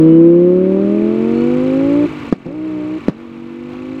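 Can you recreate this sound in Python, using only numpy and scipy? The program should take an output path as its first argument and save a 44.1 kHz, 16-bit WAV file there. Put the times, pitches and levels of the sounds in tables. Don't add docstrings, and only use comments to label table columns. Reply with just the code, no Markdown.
import sys
import numpy as np
from scipy import signal
from scipy.fft import rfft, irfft, next_fast_len
from scipy.io import wavfile
from scipy.ndimage import uniform_filter1d, map_coordinates

SR = 44100
rng = np.random.default_rng(int(sys.argv[2]) if len(sys.argv) > 2 else 0)


def unload_audio(sound):
    columns = np.transpose(np.atleast_2d(sound))
    steps = np.round(np.clip(columns, -1, 1) * 32767)
    wavfile.write(sys.argv[1], SR, steps.astype(np.int16))


N = 176400


def amp(db):
    return 10 ** (np.asarray(db) / 20)


def unit(x):
    return x / np.sqrt(np.mean(x ** 2) + 1e-20)


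def along(points, hz):
    f, v = np.transpose(points)
    return np.interp(np.log(hz + 1), np.log(f + 1), v)


def curve(rows):
    return np.interp(np.arange(N) / SR, *np.transpose(rows))


def wobble(rate):
    knots = rng.standard_normal(int(N * rate / SR) + 4)
    return map_coordinates(knots, [np.arange(N) * rate / SR])


def filtered(x, response):
    size = next_fast_len(N + 8192)
    hz = np.fft.rfftfreq(size, 1 / SR)
    return irfft(rfft(x, size) * response(hz), size)[:N]


def noise(spectrum):
    return unit(filtered(rng.standard_normal(N), lambda hz: amp(along(spectrum, hz))))


# (time [s], speed [cycles/s])
ENGINE_SPEED = [(0, 31.66), (.25, 33.6), (.5, 35.93), (.75, 38.5), (1, 41.56), (1.5, 49.2), (1.75, 53.15),
                (2.05, 59.5), (2.1, 52), (2.26, 47), (2.44, 45.8), (2.55, 61.6), (2.66, 63), (2.82, 60.5),
                (2.98, 63.3), (3, 48), (3.13, 44), (3.22, 48.3), (3.28, 47.1), (3.5, 48), (3.75, 50.1),
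                (4, 53.2)]
SPEED_JITTER = 0.00072


def engine_speed():
    return curve(ENGINE_SPEED) * (1 + SPEED_JITTER * wobble(25))


# (time [s], level [dB])
EXHAUST_LEVEL = [(0, 11.5), (.3, 11.5), (.8, 7), (1.2, 1), (1.6, -3), (2.052, -1.5), (2.072, -21.5),
                 (2.29, -18), (2.31, -21.5), (2.36, -17.5), (2.452, -21), (2.46, -8.5), (2.66, -8),
                 (2.82, -7.5), (2.972, -11.5), (2.995, -22), (3.07, -19.5), (3.12, -9.5), (3.22, -9.5),
                 (3.4, -9.5), (3.65, -10.5), (4, -12.5)]
# (order [per cycle], full pull [dB], coasting [dB], flaring [dB], higher gear [dB])
ORDER_LEVELS = [(2, -2.5, -3.5, -0.5, 5), (3, -10.5, -1, -3.5, -9), (4, -32.5, -21, -13, -15),
                (5, 0.5, 1, 0.5, 3), (6, -17.5, -2, -14.5, -8.5), (7, -15.5, -19, -10.5, -11.5),
                (8, -14, -12, -14.5, -23), (9, -20.5, -11.5, -21, -46), (10, -4, -26, -1.5, -8),
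                (11, -32, -30, -38.5, -36.5), (12, -25, -41, -9.5, -29.5), (13, -19.5, -24.5, -6, -40),
                (14, -22.5, -11.5, -29, -30), (15, -5, -16.5, -3, -4.5), (17, -19, -19, -25, -11),
                (20, -12, -29, -6, -9), (25, -17, -19, -17, -24), (30, -14, -18, -9.5, -14),
                (35, -19, -23, -15.5, -27), (40, -24.5, -29.5, -24, -31)]
# (start time [s], state [0 full pull, 1 coasting, 2 flaring, 3 higher gear])
THROTTLE = [(0, 0), (2.058, 1), (2.455, 2), (2.985, 1), (3.1, 3)]
# (time [s], amount [0-1])
ROUGHNESS = [(0, 0.12), (2.03, 0.09), (2.1, 0.1), (2.48, .8), (2.58, 0.22), (2.95, 0), (3.12, .3),
             (3.25, 0), (4, .14)]
# (frequency [Hz], gain [dB])
PIPE_RESPONSE = [(70, -56), (150, -17), (230, -15), (295, -10.5), (338, 0), (365, -5.5), (400, -16.5),
                 (460, -16.5), (530, -13.5), (600, -20.5), (720, -34), (900, -32), (1500, -38)]
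# (frequency [Hz], relative level [dB])
RASP_SPECTRUM = [(400, -22.5), (900, 2.5), (1300, -1.5), (2300, -6.5), (3200, -17), (5000, -38),
                 (12000, -55)]
RASP_DB, SPUTTER_DB, FLUTTER_DB = -45.5, -14, 0.5
BOOM_HZ, BOOM_WIDTH_HZ = 352.5, 24
PHASE_SCATTER = 0.7


def exhaust(speed, turn):
    starts, states = np.transpose(THROTTLE)
    state_index = np.searchsorted(starts, np.arange(N) / SR, side="right") - 1
    state = states[state_index].astype(int)
    tones = np.zeros(N)
    for order, *levels in ORDER_LEVELS:
        hz = order * speed
        balance_db = uniform_filter1d(np.array(levels, float)[state], size=400)
        level_db = balance_db + along(PIPE_RESPONSE, hz) + FLUTTER_DB * wobble(14)
        lag = np.arctan((hz - BOOM_HZ) / BOOM_WIDTH_HZ)
        scatter = PHASE_SCATTER * rng.standard_normal()
        tones += amp(level_db) * np.cos(order * turn - lag - .8 + scatter)

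    sputter = noise([(60, -28), (150, 1), (330, 5), (550, -6.5), (800, -14.5), (2000, -37.5), (6000, -71.5)])
    sputter *= 1 + .6 * np.cos(5 * turn)
    rasp = amp(RASP_DB) * noise(RASP_SPECTRUM)
    rasp *= 1 + .8 * np.cos(5 * turn)
    rough_sputter = amp(SPUTTER_DB) * curve(ROUGHNESS) * sputter
    return amp(curve(EXHAUST_LEVEL)) * (np.sqrt(2) * tones + rough_sputter + rasp)


# (start time [s], end time [s], order [per engine cycle], level [dB])
ENGINE_WHINES = [(0.028, 0.228, 91, -37.5), (1.306, 1.467, 91.2, -49.5), (1.34, 1.48, 61.3, -43.5)]


def whines(turn):
    t, out = np.arange(N) / SR, np.zeros(N)
    for start, end, order, db in ENGINE_WHINES:
        progress = np.clip((t - start) / (end - start), 0, 1)
        out += amp(db) * np.sin(np.pi * progress) * np.sin(order * turn)
    return out


# (time [s], level [dB], first pitch [Hz])
BACKFIRES = [(2.3255, 16.5, 352), (2.4565, -6, 220.2), (2.463, -1, 278), (2.4797, -11.5, 220),
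             (3.0833, 18.5, 376), (3.0933, 12, 201.8)]
# (frequency [Hz], relative level [dB])
CRACK_SPECTRUM = [(100, -4.5), (200, 17), (600, 3.5), (1300, -6), (2500, -13.5), (5000, -23.5),
                  (9000, -40.5), (15000, -53.5)]
BANG_END_HZ, BANG_SAG_S, BANG_T60_S, BANG_RISE_S = 145, 0.0032, 0.024, .001
CRACK_DB, CRACK_T60_S = -14.5, 0.025
SCATTER_DB, SCATTER_T60_S = -32.5, 0.19
BANG_LOW_HZ = 110


def backfires():
    swings, burst = np.zeros(N), np.zeros(N)
    for start, db, first_hz in BACKFIRES:
        t = np.maximum(np.arange(N) / SR - start, 0)
        strength = amp(db) * (1 - np.exp(-t / BANG_RISE_S))
        sag_cycles = (first_hz - BANG_END_HZ) * BANG_SAG_S * (1 - np.exp(-t / BANG_SAG_S))
        cycles = BANG_END_HZ * t + sag_cycles
        swings += strength * amp(-60 * t / BANG_T60_S) * np.sin(2 * np.pi * cycles)
        crack = amp(CRACK_DB - 60 * t / CRACK_T60_S)
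        scatter = amp(SCATTER_DB - 60 * t / SCATTER_T60_S)
        burst += strength * (crack + scatter)
    high_pass = signal.butter(2, BANG_LOW_HZ, "high", fs=SR, output="sos")
    return signal.sosfilt(high_pass, swings + burst * noise(CRACK_SPECTRUM))


# (phase [0-1], gate spread [cycles], centre [Hz], width [Hz], level [dB])
GENERATOR_TICKS = [(0, 0.056, 4000, 455, -58.5), (.19, 0.064, 2406, 727, -47),
                   (0.189, 0.068, 7250, 1476, -65), (.5, 0.087, 2600, 3390, -51.5)]
# (frequency [Hz], relative level [dB])
CASING_SPECTRUM = [(500, -21), (900, -8.5), (1300, -10), (1650, -9.5), (1900, -9), (2300, 8), (2500, -7.5),
                   (2700, 1), (3300, -17.5), (4000, -10), (5000, -20.5), (6300, -22), (6600, -18.5),
                   (6900, -27.5), (8100, -25.5), (10000, -39), (15500, -45)]
# (frequency [Hz], level before the RING_DB lift [dB])
CASING_TONES = [(1136, -51.5), (1437, -56), (1776, -56), (2024, -56), (2229, -56), (2358, -65), (2606, -58)]
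GENERATOR_HZ, CASING_DB, RING_DB = 30.65, -45.5, 6


def generator():
    cycles = np.arange(N) / SR * GENERATOR_HZ + .003 * wobble(5)
    size = int(SR / GENERATOR_HZ)
    rattle = map_coordinates(rng.standard_normal(size), [cycles % 1 * size], mode="grid-wrap")
    out = amp(CASING_DB) * unit(filtered(rattle, lambda hz: amp(along(CASING_SPECTRUM, hz))))
    for hz, db in CASING_TONES:
        tone = np.sin(2 * np.pi * (hz * cycles / GENERATOR_HZ + rng.random()))
        out += amp(db + RING_DB + 1.5 * wobble(5.5)) * tone
    for phase, spread, hz, width_hz, db in GENERATOR_TICKS:
        offset = (cycles - phase + .5) % 1 - .5
        gate = np.exp(-.5 * (offset / spread) ** 2) * amp(1.5 * wobble(30))
        ring = filtered(rng.standard_normal(N), lambda f: 1 / (1 + (2 * (f - hz) / width_hz) ** 2))
        out += amp(db) * unit(gate * ring)
    return out


# (frequency [Hz], relative level [dB])
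AIR_SPECTRUM = [(25, -11), (70, 4), (130, 8), (400, 5), (750, -2.5), (1200, 0.5), (1750, -9.5), (2400, -7),
                (3200, -13), (5000, -27), (7500, -33.5), (10000, -41), (15500, -43.5)]
# (time [s], level [dB])
AIR_LOUDNESS = [(0, -27), (.3, -28), (.8, -29), (1.25, -31), (1.55, -32.5), (2.29, -31.5), (2.31, -49),
                (2.42, -33.5), (2.7, -31.5), (3.02, -33.5), (3.07, -34), (3.2, -26), (3.66, -32),
                (3.71, -28), (4, -35)]
# (frequency [Hz], relative level [dB])
BREEZE_SPECTRUM = [(20, -4.5), (60, -10), (140, 5.5), (250, -8.5), (600, -36.5), (2000, -99.5)]
BREEZE_DB = -49


def air():
    tyres = amp(curve(AIR_LOUDNESS) + .7 * wobble(25)) * noise(AIR_SPECTRUM)
    breeze = amp(BREEZE_DB + 1.5 * wobble(6)) * noise(BREEZE_SPECTRUM)
    return tyres + breeze


def scene():
    speed = engine_speed()
    turn = 2 * np.pi * np.cumsum(speed) / SR
    return (exhaust(speed, turn) + whines(turn) + backfires() + generator() + air())[None]


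AGC_TOP, AGC_RELEASE_DB_PER_S = 0.97, 12
TOP_HZ = 15800


def record(dry):
    x = dry[0]
    over_db = 20 * np.log10(np.maximum(np.abs(x) / AGC_TOP, 1))
    over_db[0] = over_db[:SR // 20].max()
    release_db = AGC_RELEASE_DB_PER_S * np.arange(N) / SR
    duck_db = np.maximum.accumulate(over_db + release_db) - release_db
    duck_db = uniform_filter1d(duck_db, size=88)
    clipped = np.clip(x * amp(-duck_db), -1, 1)
    return filtered(clipped, lambda hz: hz < TOP_HZ)[None]


dry = scene()
out = record(dry)
unload_audio(out)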